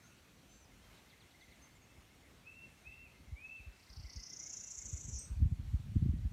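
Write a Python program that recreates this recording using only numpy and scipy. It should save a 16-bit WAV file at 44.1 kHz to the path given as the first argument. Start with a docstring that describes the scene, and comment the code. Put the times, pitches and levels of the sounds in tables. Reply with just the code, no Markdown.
"""A creek bank on a breezy day: a warbler trills in bursts of falling sweeps, then a buzz and a chip.
A second bird whistles three arches of pure tone; far birds give gliding notes and a blurred warble.
Trees return the songs as decaying noise-like echoes. Wind is patchy low noise plus falling eddy tones,
strongest late on; water and leaves are a soft broad hiss."""
import sys
import numpy as np
from scipy import signal
from scipy.fft import rfft, irfft, next_fast_len
from scipy.io import wavfile
from scipy.ndimage import uniform_filter1d, map_coordinates

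SR = 44100
rng = np.random.default_rng(int(sys.argv[2]) if len(sys.argv) > 2 else 0)


def level_to_linear(level):
    """Convert decibel levels to linear amplitude factors, elementwise."""
    exponent = np.asarray(level, float) / 20
    return 10 ** exponent


def master(y):
    """Save y as 16-bit WAV."""
    cut = np.clip(np.atleast_2d(y).T, -1, 1)
    pcm = np.round(cut * 32767)  # scale
    wavfile.write(sys.argv[1], SR, pcm.astype(np.int16))


N = 279062


def unit(x):
    """Scaled to rms 1."""
    return x / np.sqrt(np.mean(x ** 2) + 1e-20)


def along(points, hz):
    """(Hz, value) points read on a log frequency axis."""
    f, v = np.transpose(points)
    return np.interp(np.log(hz + 1), np.log(f + 1), v)


def curves(rows, outside=None):
    """One value per sample for each column after the time."""
    s, *cols = np.transpose(rows)
    return [np.interp(np.arange(N) / SR, s, c, outside, outside) for c in cols]


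def wobble(rate_hz):
    """A smooth random curve with rate_hz knots a second."""
    knots = rng.standard_normal(int(N * rate_hz / SR) + 4)
    return map_coordinates(knots, [np.arange(N) * rate_hz / SR])


def rush(spectrum, patchy_db):
    """Coloured noise of rms 1 with time-frequency patches of random gain."""
    z = signal.stft(rng.standard_normal(N + 512), nperseg=512)[2]
    field = uniform_filter1d(rng.standard_normal(z.shape), 6, 0)
    field = uniform_filter1d(field, 12, 1)
    x = signal.istft(z * level_to_linear(patchy_db * unit(field)), nperseg=512)[1][:N]
    m = next_fast_len(N + 8192)
    gain = level_to_linear(along(spectrum, np.fft.rfftfreq(m, 1 / SR)))
    return unit(irfft(rfft(x, m) * gain, m)[:N])


def tone(hz):
    """A sine that follows a pitch per sample, from a random phase."""
    return np.sin(2 * np.pi * (np.cumsum(hz) / SR + rng.random()))


def add(track, s, sound):
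    """Mixes a sound in at time s."""
    part = track[max(round(s * SR), 0):][:len(sound)]
    part += sound[:len(part)]


def glides(rows, bend, edge, rough):
    """Short, slightly burry notes whose pitch moves fast at first, then settles."""
    out = np.zeros(N)
    burr = 1 + rough * wobble(250)
    for s, length_s, start_hz, end_hz, db in rows:
        u = np.linspace(0, 1, round(length_s * SR))
        pitch_hz = end_hz + (start_hz - end_hz) * (1 - u) ** bend
        pitch_hz = pitch_hz * burr[round(s * SR):][:len(u)]
        add(out, s, level_to_linear(db) * np.sin(np.pi * u) ** edge * tone(pitch_hz))
    return out


def twigs(x, near_db, t60_s, sway):
    """Leaves close to the singer scatter the song within milliseconds; the pattern changes as they sway."""
    t = np.arange(SR // 30) / SR
    turn = np.pi * sway * wobble(6)
    scatter = level_to_linear(-60 * t / t60_s) * rng.standard_normal((2, len(t)))
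    scatter = scatter / np.linalg.norm(scatter[0])
    first, second = signal.fftconvolve(x[None], scatter, axes=1)[:, :N]
    return x + level_to_linear(near_db) * (np.cos(turn) * first + np.sin(turn) * second)


# echo decay of the trees (frequency [Hz], t60 [s])
TREE_DECAY = [(2000, 0.57), (6000, 0.36), (9000, 0.36)]


def trees(x, wet_db, gap_s):
    """The sound plus its scattered echoes, each frequency dying at its own speed."""
    hz, t, z = signal.stft(rng.standard_normal(SR), SR, nperseg=256)
    decay = level_to_linear(-60 * t / along(TREE_DECAY, hz)[:, None])
    tail = signal.istft(z * decay, SR, nperseg=256)[1]
    # tail gain over the spectrum of x, so that wet_db is relative to the direct sound
    power = np.abs(rfft(x, 8 * SR)) ** 2
    heard = np.sqrt(np.sum(power * np.abs(rfft(tail, 8 * SR)) ** 2) / np.sum(power))
    late = np.pad(x, (round(gap_s * SR), 0))
    return x + level_to_linear(wet_db) / heard * signal.fftconvolve(late, tail)[:N]


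def sweeps(saw, top_hz, bottom_hz):
    """The pitch drops through its range once per cycle of saw, loudest halfway."""
    return np.sin(np.pi * saw) ** 0.73 * tone(top_hz + (bottom_hz - top_hz) * saw)


# warbler sweep range and note strength (time [s], top [Hz], bottom [Hz], level [dB])
SONG = [(3.72, 5830, 4050, -72), (3.85, 6200, 3900, -62.5), (3.91, 6320, 3830, -55.5),
        (4.06, 6450, 4135, -55.5), (4.11, 6580, 4145, -50), (4.3, 7024, 4800, -48), (4.42, 7430, 5100, -44),
        (4.8, 7980, 5365, -43.5), (5.09, 8290, 5310, -46.5), (5.13, 7620, 5280, -46),
        (5.185, 6860, 5080, -46)]
NOTES, STEADY_NOTES = 40, 20
TRILL_S, GAP_S = 3.734, .0334
SLOWING_S = .00015  # per note squared, after STEADY_NOTES
UNEVEN_DB = 1.6  # standard deviation from note to note


def trill():
    """Bursts of fast falling sweeps, lengthening as the trill goes on."""
    top_hz, bottom_hz, level_db = curves(SONG)
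    out = np.zeros(N)
    k = np.arange(NOTES)
    times = TRILL_S + GAP_S * k + SLOWING_S * np.maximum(k - STEADY_NOTES, 0) ** 2
    for s, (start, tempo, chance) in zip(times, rng.standard_normal((NOTES, 3))):
        at = round(s * SR)
        length_s = .017 + .008 * (s - 3.7)
        t = np.arange(round(length_s * SR)) / SR
        u = t / t[-1]
        swell = np.sin(np.pi * u ** 1.85) ** 0.59
        sag = 1 - 0.094 * (u - .5)  # later sweeps sit lower
        sweep_hz = 135 + 25 * (s - 3.7) + 15 * tempo
        saw = (t * sweep_hz + .3 * start) % 1
        note = swell * sweeps(saw, top_hz[at] * sag, bottom_hz[at] * sag)
        add(out, s - .6 * t[-1], level_to_linear(level_db[at] + UNEVEN_DB * chance) * note)
    return out


# unbroken buzz ending the trill (start [s], length [s], edge [s], level [dB])
BUZZ = (5.118, .076, .01, -45)


def buzz():
    """Unbroken sweeps at about 185 a second in the song's pitch range, slightly jittered."""
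    top_hz, bottom_hz, _ = curves(SONG)
    t = np.arange(N) / SR
    s, length_s, edge_s, db = BUZZ
    gate = np.clip(np.minimum(t - s, s + length_s - t) / edge_s, 0, 1) ** 2
    saw = (t * 185 + .25 * wobble(60)) % 1
    return gate * level_to_linear(db) * sweeps(saw, top_hz, bottom_hz)


# closing chip (start [s], length [s], start pitch [Hz], end pitch [Hz], level [dB])
CHIPS = [(5.186, .028, 7200, 8400, -44)]
# strong single echoes off the bridge wall and the bank (delay [s], level [dB])
WALLS = [(.033, -9), (.063, -8.5)]


def warbler():
    """Trill, buzz and an upward chip, heard through twigs, walls and trees, plus a faint artefact."""
    out = trill() + buzz() + glides(CHIPS, bend=9, edge=0.4, rough=0.0033)
    out = level_to_linear(1.96 * wobble(150)) * out
    out = twigs(out, near_db=-3.5, t60_s=.04, sway=1)
    out = out + sum(level_to_linear(db) * np.roll(out, round(s * SR)) for s, db in WALLS)
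    out = trees(out, wet_db=-6.5, gap_s=0.012)
    # artefact, not sung by the bird: a faint false copy of the highest notes, 3950 Hz up
    high_pass = signal.butter(N=4, Wn=8500, btype="highpass", fs=SR, output="sos")
    high = signal.hilbert(signal.sosfilt(high_pass, out), next_fast_len(N))[:N]
    false_copy = np.real(high * np.exp(2j * np.pi * 3950 * np.arange(N) / SR))
    return out + level_to_linear(-21) * false_copy


# arched whistles (start [s], length [s], top pitch [Hz], rise time constant [s], level [dB])
ARCHES = [(2.426, 0.27, 2710, .032, -57), (2.829, 0.26, 2705, 0.03, -55.5),
          (3.356, .265, 2680, .058, -47.5)]
ARCH_RISE, ARCH_DROP = 0.2, .19  # shares of the top pitch
DROP_AT = .83  # share of the length
SWELL_AT, SWELL_S = 1.67, 0.017  # first swell centre [rise times], width of both swells
DROP_DB, STEADY_DB = -4, -6  # swell at the drop, steady part


def whistler():
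    """A slightly unsteady pure tone arches up, holds and drops, swelling at both bends."""
    out = np.zeros(N)
    waver = 1 + 0.0036 * wobble(150)
    for s, length_s, top_hz, rise_s, db in ARCHES:
        t = np.arange(round(length_s * SR)) / SR
        drop = np.clip((t / length_s - DROP_AT) / (1 - DROP_AT), 0, 1) ** 1.3
        pitch_hz = top_hz * (1 - ARCH_RISE * np.exp(-t / rise_s) - ARCH_DROP * drop)
        pitch_hz = pitch_hz * waver[round(s * SR):][:len(t)]
        rise_swell = np.exp(-((t - SWELL_AT * rise_s) / SWELL_S) ** 2)
        drop_swell = level_to_linear(DROP_DB) * np.exp(-((t - DROP_AT * length_s) / SWELL_S) ** 2)
        steady = level_to_linear(STEADY_DB) * np.sin(np.pi * t / length_s) ** .42
        add(out, s, level_to_linear(db) * (rise_swell + drop_swell + steady) * tone(pitch_hz))
    return trees(level_to_linear(3.2 * wobble(45)) * out, wet_db=-4.5, gap_s=.008)


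# clearest notes of a far burry warble (time [s], level [dB])
WARBLE = [(.917, -65), (1.076, -68), (1.137, -65), (1.353, -65.5), (1.427, -60.5), (1.486, -67),
          (1.683, -76), (1.761, -68), (1.966, -70), (2.971, -73), (3.888, -67), (4.06, -63), (4.095, -62.5),
          (4.196, -64), (4.326, -64), (4.418, -63.5), (4.47, -64), (4.987, -71)]
WARBLE_HZ, SCATTER_HZ = 2086, 34.6  # mean pitch, standard deviation from note to note


def far_warble():
    """Short rising, wavering notes near 2 kHz, each blurred by the echo of the trees."""
    out = np.zeros(N)
    u = np.linspace(0, 1, round(0.036 * SR))
    waver = 1 + 0.02 * wobble(140)
    for (s, db), chance in zip(WARBLE, rng.standard_normal(len(WARBLE))):
        bend = waver[round(s * SR):][:len(u)] + 0.12 * (u - .5)
        pitch_hz = (WARBLE_HZ + SCATTER_HZ * chance) * bend
        add(out, s - .02, level_to_linear(db) * np.sin(np.pi * u) * tone(pitch_hz))
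    return trees(out, wet_db=-4, gap_s=.006)


# blurred body of the far warble (time [s], level [dB])
MURMUR = [(.7, -79), (.85, -79.5), (2.1, -79), (2.45, -83), (3.2, -75), (3.6, -83), (4.1, -83), (4.95, -77),
          (5.15, -94)]
# its band (frequency [Hz], relative level [dB])
MURMUR_BAND = [(1800, -120), (1950, -8), (2100, 0), (2250, -8), (2420, -120)]


def murmur():
    """The blurred body of the far warble: a narrow band of noise with a fluttering level."""
    level_db, = curves(MURMUR, -150)
    return level_to_linear(level_db + 3.2 * wobble(25)) * rush(MURMUR_BAND, patchy_db=2.0)


# faint far notes (start [s], length [s], start pitch [Hz], end pitch [Hz], level [dB])
FAR_GLIDES = [(.02, .072, 6200, 6300, -69.5), (.05, 0.053, 6800, 6600, -71.5),
              (.11, 0.034, 2650, 2600, -69.5), (.03, 0.037, 1490, 1396, -68), (.09, 0.043, 1520, 1414, -71),
              (.475, 0.14, 6100, 6190, -68), (.49, 0.14, 7100, 7400, -73), (.6, .055, 6200, 5870, -69),
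              (.635, .035, 5900, 4960, -72), (.82, 0.052, 3200, 3150, -72), (1.395, 0.069, 6100, 6200, -74),
              (1.555, .02, 8000, 6900, -73), (1.618, 0.034, 6400, 6300, -64.5),
              (1.75, .026, 7900, 7000, -70), (1.815, 0.042, 6500, 6500, -71),
              (1.88, 0.051, 2650, 2660, -70), (4.53, 0.02, 2750, 2660, -66.5),
              (4.61, 0.13, 2700, 2710, -73), (6.14, 0.04, 1900, 1890, -71.5),
              (6.18, 0.014, 4000, 3920, -69)]
# a far bird's row of falling chirps (start [s], level [dB])
CHIRPS = [(.963, -67.5), (1.095, -64.5), (1.2, -65.5), (1.303, -69), (1.403, -65.5), (1.511, -68.5)]
# the sweep of every chirp (length [s], start pitch [Hz], end pitch [Hz])
CHIRP = (.032, 4950, 3250)


def far_notes():
    """Faint gliding notes and falling chirps, unsteady in level, with the echo of the trees."""
    notes = FAR_GLIDES + [(s, *CHIRP, db) for s, db in CHIRPS]
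    faint = level_to_linear(1.0 * wobble(70)) * glides(notes, bend=1.8, edge=.4, rough=.009)
    return trees(faint, wet_db=-5.5, gap_s=.01)


# wind strength at the microphone (time [s], level [dB])
GUST = [(0.0, -67.5), (0.58, -65), (1.13, -67), (2.24, -64), (2.62, -65.5), (4.14, -69), (4.34, -66),
        (4.81, -66), (4.95, -54), (5.34, -53), (5.5, -36.5), (5.78, -52), (5.97, -38.5), (6.12, -34),
        (6.33, -42)]
# weak and strong wind spectra (frequency [Hz], relative level [dB])
BREEZE = [(12, -57), (20, -38), (32, -30), (44, 3.5), (59, 3), (270, -8), (426, -14), (600, -17),
          (780, -30), (1320, -120)]
BLAST = [(12, -51), (20, -13), (45, 8), (64, -3), (87, 0.5), (215, -12.5), (335, -34.5), (485, -40),
         (600, -46), (780, -83), (1320, -120)]


def buffeting(gust_db):
    """Lumpy low noise whose spectrum and lumps harden as the wind strengthens."""
    hard = np.clip((gust_db + 60.5) / 12, 0, 1)
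    lumps = level_to_linear((1.5 + 2.0 * hard) * wobble(22) - 3.44 * hard)
    soft_noise = (1 - hard) * rush(BREEZE, patchy_db=1.0)
    hard_noise = hard * rush(BLAST, patchy_db=0.5)
    return level_to_linear(gust_db) * lumps * (soft_noise + hard_noise)


# strong single eddies (time [s], level [dB], main pitch [Hz], tick level re eddy [dB])
THUMPS = [(1.991, -52, 78, -22), (2.89, -50, 55.7, -15), (3.209, -54, 90.9, -5), (3.289, -47, 61, -11),
          (3.335, -35, 74, -25), (3.611, -46.5, 63.4, -15), (3.683, -40.5, 63.3, -25),
          (3.913, -48.5, 55.3, -19), (3.983, -41.5, 73.2, -21), (4.006, -42.5, 101.8, -25),
          (4.054, -39.5, 61.6, -23), (4.176, -38, 63.6, -16), (4.789, -49, 57.3, -23),
          (4.866, -45.5, 59.8, -18), (4.943, -32, 83, -46), (5.056, -41.5, 81.5, -21),
          (5.094, -37, 115.3, -26), (5.138, -36, 68.1, -28), (5.165, -37, 63.05, -26),
          (5.323, -30.5, 58, -17), (5.381, -30, 65.1, -21), (5.411, -28, 67.8, -12),
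          (5.433, -18, 74.9, -14), (5.466, -23, 95.9, -21), (5.53, -25, 105, -22), (5.604, -32, 81.4, -14),
          (5.69, -34, 70.1, -33), (5.723, -42, 100, -23), (5.75, -22.5, 75.2, -15.5),
          (5.809, -36.5, 105.4, -18), (5.897, -35.5, 115, -21), (5.928, -37, 106, -15),
          (5.971, -19.5, 88.2, -6.5), (6.033, -22.5, 115.2, -14), (6.068, -24.5, 139, -11),
          (6.099, -22, 78.6, -11), (6.146, -36, 104, -1), (6.2, -47, 91, -5), (6.231, -37, 63.8, -19),
          (6.262, -25, 60.9, -13)]
EDDY_FALL = 2.1  # pitch ratio of the fall per 1/0.9 period of the main pitch
# small chance eddies: count, earliest time, level re gust, full spread, pitch range, tick re eddy
FLUTTERS, FLUTTER_S, FLUTTER_DB, FLUTTER_SPREAD_DB = 28, 5.25, -4, 8
FLUTTER_HZ, FLUTTER_TICK_DB = (60, 130), -13


def eddies(gust_db):
    """Single eddies thump: a brief tone falls in pitch as each passes, with a sharp tick at its centre."""
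    out = np.zeros(N)
    t = np.arange(-SR // 10, SR // 10) / SR
    when, size, pitch = rng.random((FLUTTERS, 3)).T
    when_s = FLUTTER_S + when * (N / SR - FLUTTER_S)
    size_db = gust_db[(when_s * SR).astype(int)] + FLUTTER_DB + FLUTTER_SPREAD_DB * (size - .5)
    pitch_hz = FLUTTER_HZ[0] + pitch * (FLUTTER_HZ[1] - FLUTTER_HZ[0])
    flutters = [(*row, FLUTTER_TICK_DB) for row in zip(when_s, size_db, pitch_hz)]
    for s, db, hz, tick_db in THUMPS + flutters:
        life = t * hz / np.where(t < 0, .7, .9)
        fall_hz = hz * EDDY_FALL ** np.clip(-t * hz * .9 - .1, -.4, 2.2)
        add(out, s - .105, level_to_linear(db) * np.exp(-life ** 2) * tone(fall_hz))
        tick_hz = np.clip(110 + hz * 1.05 - 17000 * t, 110, 520)
        tick = np.exp(-(t / 0.0047) ** 2) * tone(tick_hz)
        add(out, s - .105, level_to_linear(db + tick_db) * tick)
    return out


def wind():
    """Buffeting and small eddies follow the gust curve; strong eddies have their own times and levels."""
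    gust_db, = curves(GUST)
    return buffeting(gust_db) + eddies(gust_db)


# creek and leaves, with one rustle of the leaves near 1 s (time [s], level [dB])
HISS = [(0.0, -66), (0.6, -67.5), (.8, -67), (.95, -63), (1.2, -66.5), (3.68, -67.5), (4.95, -66.5),
        (5.09, -67), (6.33, -67)]
# its spectrum (frequency [Hz], relative level [dB])
HISS_SPECTRUM = [(260, 1), (450, -5), (683, -2.5), (1200, -4.5), (2020, -4.5), (2490, -4), (3070, -6.5),
                 (4450, -8.5), (4940, -12.5), (5570, -9.5), (8970, -14.5), (10600, -17.5), (11600, -17),
                 (15100, -20), (15800, -28)]


def creek():
    """A soft broad hiss of water and leaves: patchy coloured noise."""
    level_db, = curves(HISS)
    return level_to_linear(level_db + 0.61 * wobble(6)) * rush(HISS_SPECTRUM, patchy_db=1.31)


def scene():
    """Birds through the trees, wind and hiss direct; one channel."""
    birds = warbler() + whistler() + far_warble() + murmur() + far_notes()
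    return (birds + wind() + creek())[None]


def band_limit(x):
    """A steep low-pass at the top of the band."""
    return signal.sosfilt(signal.butter(12, 15940, fs=SR, output="sos"), x)


def record(dry):
    """The microphone's steep low cut at 44 Hz."""
    low_cut = signal.butter(N=4, Wn=44.0, btype="highpass", fs=SR, output="sos")
    mix = signal.sosfilt(low_cut, dry)
    return band_limit(mix)


dry = scene()
out = record(dry)
master(out)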